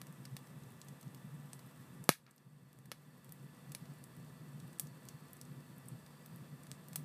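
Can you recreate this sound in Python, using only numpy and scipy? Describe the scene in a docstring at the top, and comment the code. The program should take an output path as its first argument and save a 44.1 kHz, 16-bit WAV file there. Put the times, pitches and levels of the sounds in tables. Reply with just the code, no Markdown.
"""At an open stove, close up: paper and cardboard burn.
Charring sheets snap and tick, a blister knocks, one gas pocket bursts and an ash flake settles.
The flames stir the firebox's low air resonance over a soft rush, thin gas jets and a faint whine.
The burst is so loud that the gain control ducks, then creeps back."""
import sys
import numpy as np
from scipy import signal
from scipy.fft import rfft, irfft
from scipy.io import wavfile
from scipy.ndimage import uniform_filter1d

SR = 44100
rng = np.random.default_rng(int(sys.argv[2]) if len(sys.argv) > 2 else 0)


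def wrap_up_sound(samples):
    """Save the sound to the file named by the first command line argument, as 16-bit audio."""
    columns = np.atleast_2d(samples).T
    # keep every value between -1 and 1, then stretch to whole-number steps
    tamed = np.clip(columns, -1, 1)
    steps = np.round(tamed * 32767).astype(np.int16)
    wavfile.write(sys.argv[1], SR, steps)


N = 310464
TIME = np.arange(N) / SR
HZ = np.fft.rfftfreq(N, 1 / SR)
BOX_HZ, BOX_WIDTH_HZ = 142.8, 27.7  # main air resonance of the firebox


# Clear snaps of charring paper. Each row: start in seconds, treble level in dB, 2.5-7 kHz and 1 kHz
# in dB re treble, flake ring in Hz, ring strength in dB, crumbling in dB re the first break.
PAPER_SNAPS = [(0.0163, -24, 3.5, 2.5, 11380, 0.5, -7), (0.0694, -30.5, -7, -1, 5730, 1, -6),
               (0.126, -34.5, -10, -1, 7170, 0, -8), (0.2533, -27.5, -1, 3, 5050, 8.5, 4),
               (0.3673, -22, 4.5, 1.5, 13060, -6, -2), (0.4723, -39.5, -0.5, 6, 5640, 4, -2),
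               (0.6364, -37.5, 0, -20, 6540, 2, 0), (0.8158, -32.5, 7.5, -7, 7670, 9.5, -3),
               (0.8846, -29.5, -1.5, -24, 7220, 0, 1), (1.0111, -30, -4, -22, 13960, -4, 6),
               (1.029, -32, -3, -1, 6550, 0, 4), (1.1467, -28.5, -1, -13, 14240, 0, 0),
               (1.5324, -30, 4.5, 3.5, 8350, 15, -3), (1.5931, -33.5, -6, 1, 4280, 9, -3),
               (2.0407, -25, -16, -16, 5690, 10.5, -5), (2.2654, -37.5, 11, 17, 4900, -2, 0),
               (2.3101, -26, -6, -7, 7510, 2, 1), (2.3625, -32, -14, -18, 13200, 8, -8),
               (2.3803, -30.5, 0, -15, 5500, 2, -1), (2.7304, -32, -2, -15, 12920, 4, -11),
               (2.7885, -29.5, -9, 1, 6830, 0, -8), (2.8573, -28.5, -4, -2, 13360, -2, -1),
               (2.917, -19, 13, 13, 11000, 10, -3), (3.2455, -30.5, -11, -12, 14270, 2, -7),
               (3.293, -30.5, -3, -17, 14500, 0, -6), (3.3227, -23.5, -7.5, -23, 12260, 8, -9),
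               (3.7194, -22.5, -2, -13, 7000, -2, 6), (3.7495, -20.5, 6, 0, 10430, 9, -5),
               (3.8566, -42.0, 7, -4, 6020, -8, -3), (4.0402, -29.5, -18, -14, 5040, 17, -7),
               (4.1664, -37.0, -2, -5, 13580, 5, -3), (4.601, -37, 3.5, 0, 7910, 6, 0),
               (4.7305, -41, 3, -8, 7970, 11, 2), (4.7859, -36, -4, -4, 8960, 9, -11),
               (4.7973, -3.5, -10, -18, 6440, -11, -6), (4.87, -32.5, -3, -12, 6360, 5, 7),
               (5.0528, -33.0, -8, -21, 14020, -1, 5), (5.0871, -23.5, -4.5, -9, 5940, 8.5, -1),
               (5.3325, -26.5, -12, -24, 12130, 6, -11), (5.3683, -35.5, -21, 4, 6240, 15, -4),
               (5.414, -26.5, -10, -16, 5370, 15.5, -6), (5.452, -38.5, -17, -15, 6360, 15, -1),
               (5.782, -35.5, -28, -12, 12860, 8, -6), (5.8854, -25, -23, -19, 8860, 6, -6),
               (6.0635, -35, -3.5, 0, 4150, 5, -1), (6.261, -29, -5, -9, 14100, 6, -6),
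               (6.36, -32.5, -19, -20, 12360, 4, -3), (6.635, -32, -8, -10, 8670, 2, -8),
               (6.6686, -40.5, 8, 11, 10710, 10, 5), (6.7156, -24.5, 6.5, 0, 8100, 6, -11),
               (6.885, -27.5, -7, -23, 12920, 3, -4), (6.932, -26.5, -1, -1, 7700, -3, -5),
               (6.9586, -6.0, -6, -10, 13770, -7, -0.5)]

def crackle(tick_db=-52, spread_db=3.5, tick_count=170):
    """Charring sheets snap; glowing edges tick at random pitches, the stronger the rarer."""
    out = np.zeros(N)
    for start_s, *settings in PAPER_SNAPS:
        add(out, start_s, snap(*settings))
    for when, quantile, pitch, brightness in rng.random((tick_count, 4)):
        db = tick_db - spread_db * np.log(.03 + quantile)
        tick = snap(db, mid_db=-14 + 13 * brightness, low_db=-9.5,
                    ring_hz=5000 + 9500 * pitch, ring_db=9, crumble_db=-4.5)
        add(out, when * N / SR, tick)
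    return out


def snap(db, mid_db, low_db, ring_hz, ring_db, crumble_db, room_db=-14, size=1024):
    """A fibre breaks, smaller breaks follow, the flake rings briefly and the room answers."""
    hz = np.fft.rfftfreq(size, 1 / SR)
    colour_db = contour([(100, low_db - 30.5), (500, low_db), (1800, low_db), (3000, mid_db - 3),
                         (5000, mid_db - 1.5), (7000, mid_db / 2 - 4.5), (8300, -1), (13000, -4),
                         (15500, -7)], hz)
    ring = 1 + undb(ring_db) * resonance(hz, ring_hz, width_hz=1500)
    pulse = click(colour_db + 20 * np.log10(abs(ring)))
    breaks = undb(crumble_db) * scatter(t60_s=.019, start_s=.0004, size=size)
    breaks[0] += 1
    arrivals = undb(room_db) * room()
    arrivals[:size] += breaks / np.linalg.norm(breaks)
    return undb(db) * signal.fftconvolve(arrivals, pulse)


# Spectrum of the burst's pressure spike. Each row: frequency in Hz, relative level in dB.
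SPIKE_SPECTRUM = [(20, -29), (55, -15), (100, -8), (160, 4), (300, 1), (550, -.5), (780, -4), (1100, -2.5),
                  (2200, -9.5), (3200, -14), (4800, -11), (7500, -18), (9800, -12), (12000, -13.5),
                  (15000, -22)]

def burst(start_s=2.0919, gain_db=28, suction_hz=1400, spray_db=-11, room_db=-13, boom_db=-6, size=4096):
    """A gas pocket blows open: a pressure spike, suction behind it, a spray of char, a firebox boom."""
    spike = click(contour(SPIKE_SPECTRUM, np.fft.rfftfreq(size, 1 / SR)))[:size // 2]
    lows = signal.sosfilt(signal.butter(1, suction_hz, fs=SR, output="sos"), spike)
    pulse = spike - 2 * lows  # the lows swing to underpressure
    spray = highpass(scatter(t60_s=.04, start_s=.00035, size=size), 1200)
    arrivals = undb(room_db) * room(edge_hz=1900)
    arrivals[:size] += undb(spray_db) * spray
    arrivals[0] += 1
    bang = place(start_s, undb(gain_db) * signal.fftconvolve(arrivals, pulse))
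    return bang + undb(boom_db) * shape(bang, resonance(HZ, BOX_HZ, BOX_WIDTH_HZ))


# Late reflections of the burst. Each row: start in seconds, gain in dB, band centre in Hz.
BURST_ECHOES = [(2.0975, -2, 1800), (2.1088, -6, 4500), (2.1158, -4, 2200), (2.1218, -6, 2300),
                (2.136, -13, 3500)]

def burst_rattle():
    """Late reflections of the burst rattle briefly in the stove."""
    out = np.zeros(N)
    for start_s, db, centre_hz in BURST_ECHOES:
        echo = place(start_s, undb(db) * scatter(t60_s=.03))
        out += shape(echo, resonance(HZ, centre_hz, width_hz=.6 * centre_hz))
    return out


def ash_flake(start_s=2.266, gain_db=-12, rise_s=.011):
    """A sheet of ash thrown up by the burst brushes down over the embers."""
    brush = scatter(t60_s=.19)
    attack = np.minimum(TIME[:len(brush)] / rise_s, 1)
    rustle = place(start_s, undb(gain_db) * brush * attack)
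    return shape(rustle, resonance(HZ, centre_hz=1300, width_hz=1500) ** 2)


def blister_knock(start_s=2.917, gain_db=-2.5, ring_hz=540, width_hz=180):
    """A blister pops and the cardboard rings hollow for a few cycles."""
    push = place(start_s, undb([gain_db]))
    return shape(push, resonance(HZ, ring_hz, width_hz) * resonance(HZ, ring_hz, 3 * width_hz))


# Slow swell of the draught. Each row: time in seconds, flame strength in dB.
DRAUGHT_SWELL = [(0, -59.5), (.8, -61.5), (1.35, -58.5), (1.9, -60.5), (2.6, -60.5), (3.15, -61),
                 (4.1, -61), (4.65, -57.5), (5.25, -64), (5.65, -59), (6.1, -63.5), (6.35, -61),
                 (7.04, -59)]
# Flares, each a soft low whump. Each row: peak time in seconds, strength in dB, length in seconds.
FLAME_FLARES = [(0.02, -54.5, 0.043), (0.1, -52.5, 0.03), (0.224, -51.5, 0.034), (0.278, -53, 0.022),
                (0.337, -43, 0.028), (0.505, -53.5, 0.022), (0.571, -51, 0.036), (0.672, -50.5, 0.024),
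                (0.732, -55, 0.025), (0.907, -50.5, 0.056), (1.073, -44.5, 0.022), (1.16, -52.5, 0.03),
                (1.262, -50.5, 0.045), (1.34, -47.5, 0.041), (1.403, -50.5, 0.025), (1.455, -54, 0.025),
                (1.56, -54, 0.045), (1.665, -54, 0.03), (1.81, -49.5, 0.023), (1.963, -54, 0.03),
                (2.015, -47, 0.026), (2.471, -47.5, 0.023), (2.55, -49.0, 0.058), (2.67, -51.5, 0.028),
                (2.803, -48, 0.024), (2.866, -50.5, 0.05), (3.003, -56, 0.07), (3.085, -53, 0.028),
                (3.299, -53, 0.063), (3.45, -50.5, 0.065), (3.702, -49, 0.043), (3.822, -49, 0.021),
                (3.908, -47.5, 0.03), (4.194, -48.5, 0.03), (4.242, -52.5, 0.025), (4.42, -48.5, 0.022),
                (4.495, -52, 0.04), (4.556, -48, 0.035), (4.614, -48.0, 0.025), (4.672, -52.5, 0.039),
                (4.844, -49, 0.04), (4.916, -54, 0.025), (5.146, -49, 0.028), (5.44, -55, 0.04),
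                (5.51, -47, 0.031), (5.58, -50, 0.045), (5.722, -52, 0.022), (5.777, -55, 0.025),
                (5.864, -51.5, 0.028), (5.935, -45.5, 0.036), (6.346, -51, 0.064), (6.422, -46.5, 0.021),
                (6.532, -49.5, 0.044), (6.712, -50.5, 0.042), (6.94, -54, 0.035), (6.995, -46.5, 0.033),
                (7.035, -49, 0.025)]

def flame_strength_db(flutter_db=3, flutter_hz=20):
    """The flames flutter about the draught; each flare swells and dies in a bell shape."""
    draught_db = np.interp(TIME, *np.transpose(DRAUGHT_SWELL))
    power = undb(draught_db + flutter_db * walk(flutter_hz)) ** 2
    for peak_s, db, length_s in FLAME_FLARES:
        power += undb(db) ** 2 * np.exp(-(2 * (TIME - peak_s) / length_s) ** 2)
    return 10 * np.log10(power)


# Higher air resonances of the firebox. Each row: centre in Hz, nominal width in Hz, base level in dB.
BOX_MODES = [(190, 24, -64.8), (244, 13, -67)]

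def rumble(flame_db, trim_db=-.27, follow=.45, cutoff_hz=100):
    """Turbulent flames drive the firebox air: the main resonance puffs, the higher ones sway less."""
    air = noise(resonance(HZ, BOX_HZ, 1.43 * BOX_WIDTH_HZ) ** 3)
    puffs = even(air, size=1300) * undb(flame_db + trim_db)
    escape = HZ ** 10 / (HZ ** 10 + cutoff_hz ** 10)  # little gets out below the resonance
    higher = mode_noise(BOX_MODES, widen=1.5, even_size=4400)
    return shape(puffs, escape) + higher * undb(follow * (flame_db - flame_db.mean()))


# Spectrum of the rush. Each row: frequency in Hz, relative density in dB.
RUSH_SPECTRUM = [(20, -25.5), (40, -20), (80, 0), (140, 1), (300, 3), (450, -2.5), (750, -6.5),
                 (1100, -5.5), (1500, -9.5), (2300, -14.5), (3600, -17), (6800, -21.5), (8200, -14.5),
                 (10500, -20.5), (15000, -20.5)]
# Resonances that sing in the rush. Each row: centre in Hz, nominal width in Hz, rms level in dB.
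SINGING_MODES = [(488, 22, -78), (535, 40, -82), (650, 25, -84), (970, 110, -80), (1174, 6, -78.3),
                 (1319, 12, -85.5), (1665, 30, -83.5), (1733, 16, -81), (1785, 18, -80.5),
                 (1954, 16, -79.8), (2620, 25, -88.5), (2680, 30, -85), (3321, 15, -90), (3475, 35, -87),
                 (3600, 55, -87)]

def rush(flame_db, gain_db=-62.5, flutter_db=1.6, flicker_db=.5, follow=.28, split_hz=450):
    """Air and gas rush softly through narrow resonances; the lows flutter with the flames."""
    air = noise(undb(contour(RUSH_SPECTRUM, HZ)))
    lows = shape(air, 1 / (1 + (HZ / split_hz) ** 4))
    body = lows * undb(follow * (flame_db - flame_db.mean()) + flutter_db * walk(21))
    hiss = (air - lows) * undb(flicker_db * walk(20))
    singing = mode_noise(SINGING_MODES, widen=1.2, even_size=6600)
    return undb(gain_db) * (body + hiss) + singing


# Thin gas jets from the paper the burst has opened. 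Each row: start and end in seconds,
# first and last pitch in Hz, width in Hz, rms level in dB.
GAS_JETS = [(2.1, 7.1, 4390, 4390, 260, -84), (2.1, 7.1, 4743, 4743, 110, -87.5),
            (4.8, 5.4, 4400, 4280, 260, -82.5), (5.9, 6.5, 4750, 4750, 110, -84.5)]

def gas_jets(fade_s=.11):
    """Each jet is a breathy whistle that fades in, may sag in pitch and fades out."""
    out = np.zeros(N)
    for start_s, end_s, first_hz, last_hz, width_hz, db in GAS_JETS:
        pitch_hz = np.interp(TIME, [start_s, end_s], [first_hz, last_hz])
        phase = 2 * np.pi * np.cumsum(pitch_hz) / SR
        flow = np.clip(np.minimum(TIME - start_s, end_s - TIME) / fade_s, 0, 1)
        whistle = walk(width_hz / 2) * np.cos(phase) + walk(width_hz / 2) * np.sin(phase)
        out += undb(db) * flow * unit(whistle)
    return out


def whine(pitch_hz=11558, waver_hz=4, rms_db=-82.5):
    """A faint high tone that wavers slightly in pitch."""
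    phase = 2 * np.pi * np.cumsum(pitch_hz + waver_hz * walk(6.5)) / SR
    return undb(rms_db) * np.sqrt(2) * np.sin(phase)


# First reflections off the stove's floor and walls. Each row: delay in seconds, gain in dB.
WALL_ECHOES = [(.0005, -17), (.00176, -12), (.0024, -18)]

def stove_echoes(x, tail_db=-17, edge_hz=700):
    """Add wall reflections and a short firebox tail; long waves bend past the walls."""
    echoes = undb(tail_db) * scatter(t60_s=.03, start_s=.0029)
    for delay_s, db in WALL_ECHOES:
        echoes[round(delay_s * SR)] += undb(db)
    return x + highpass(signal.fftconvolve(x, echoes)[:N], edge_hz)


def room(edge_hz=900):
    """The short, thin tail of a furnished room."""
    return highpass(scatter(t60_s=.16, start_s=.0056, size=8192), edge_hz)


def undb(db):
    """Decibels to gain."""
    return 10 ** (np.asarray(db) / 20)


def unit(x):
    """Scale to rms 1."""
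    return x / np.sqrt(np.mean(x ** 2))


def contour(points, hz):
    """A spectrum in dB, joined on a log-frequency axis."""
    points_hz, db = np.transpose(points)
    return np.interp(np.log(hz + 1), np.log(points_hz), db)


def resonance(hz, centre_hz, width_hz):
    """Complex response of one damped mode, 1 at its centre."""
    return 1j * hz * width_hz / (centre_hz ** 2 - hz ** 2 + 1j * hz * width_hz)


def shape(x, response):
    """Filter a full track by a frequency response."""
    return irfft(rfft(x) * response, N)


def highpass(x, edge_hz):
    """Second-order high-pass."""
    return signal.sosfilt(signal.butter(2, edge_hz, "high", fs=SR, output="sos"), x)


def noise(response):
    """Noise of rms 1 with the given frequency response."""
    return unit(shape(rng.standard_normal(N), response))


def walk(rate_hz):
    """Smooth random wandering of spread 1."""
    return noise(np.exp(-(HZ / rate_hz) ** 2))


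def even(x, size):
    """Level a narrow noise over `size` samples, so only its roughness stays."""
    return unit(x / np.sqrt(uniform_filter1d(x ** 2, size)))


def mode_noise(modes, widen, even_size):
    """One levelled band of noise per mode, summed."""
    return sum(undb(db) * even(noise(resonance(HZ, centre_hz, widen * width_hz) ** 2), even_size)
               for centre_hz, width_hz, db in modes)


def click(spectrum_db):
    """Minimum-phase pulse: the sharpest causal one with this spectrum."""
    cepstrum = irfft(spectrum_db * np.log(10) / 20)
    half = len(cepstrum) // 2
    cepstrum[1:half] *= 2
    cepstrum[half + 1:] = 0
    return irfft(np.exp(rfft(cepstrum)))


def scatter(t60_s, start_s=0, size=12000):
    """A dying shower of tiny arrivals, energy 1."""
    t = TIME[:size]
    shower = rng.standard_normal(size) * undb(-60 * t / t60_s) * (t > start_s)
    return shower / np.linalg.norm(shower)


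def add(track, start_s, sound):
    """Mix a sound into a track."""
    i = max(int(start_s * SR), 0)
    track[i:i + len(sound)] += sound[:max(N - i, 0)]


def place(start_s, sound):
    """A sound alone on a full track."""
    track = np.zeros(N)
    add(track, start_s, sound)
    return track


def scene():
    """Crackle and burst echo in the stove, over the rumble and rush of the flames."""
    flame_db = flame_strength_db()
    background = rumble(flame_db) + rush(flame_db) + gas_jets() + whine()
    pops = burst() + burst_rattle() + ash_flake() + crackle() + blister_knock()
    return (stove_echoes(pops) + background)[None]


def record(dry, ceiling_db=-16, recover_db_per_s=8, top_hz=15300, window=132):
    """Gain control drops at once on overload and creeps back; then the top is cut."""
    power = uniform_filter1d(dry[0] ** 2, window)
    level_db = 10 * np.log10(np.maximum(power, 1e-12))
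    overload_db = np.maximum(level_db - ceiling_db, 0)
    climb_db = recover_db_per_s * TIME
    cut_db = np.maximum.accumulate(overload_db + climb_db) - climb_db
    gain = uniform_filter1d(undb(-cut_db), window // 4)
    return signal.sosfilt(signal.ellip(10, .2, 70, top_hz, fs=SR, output="sos"), dry * gain)


dry = scene()
out = record(dry)
wrap_up_sound(out)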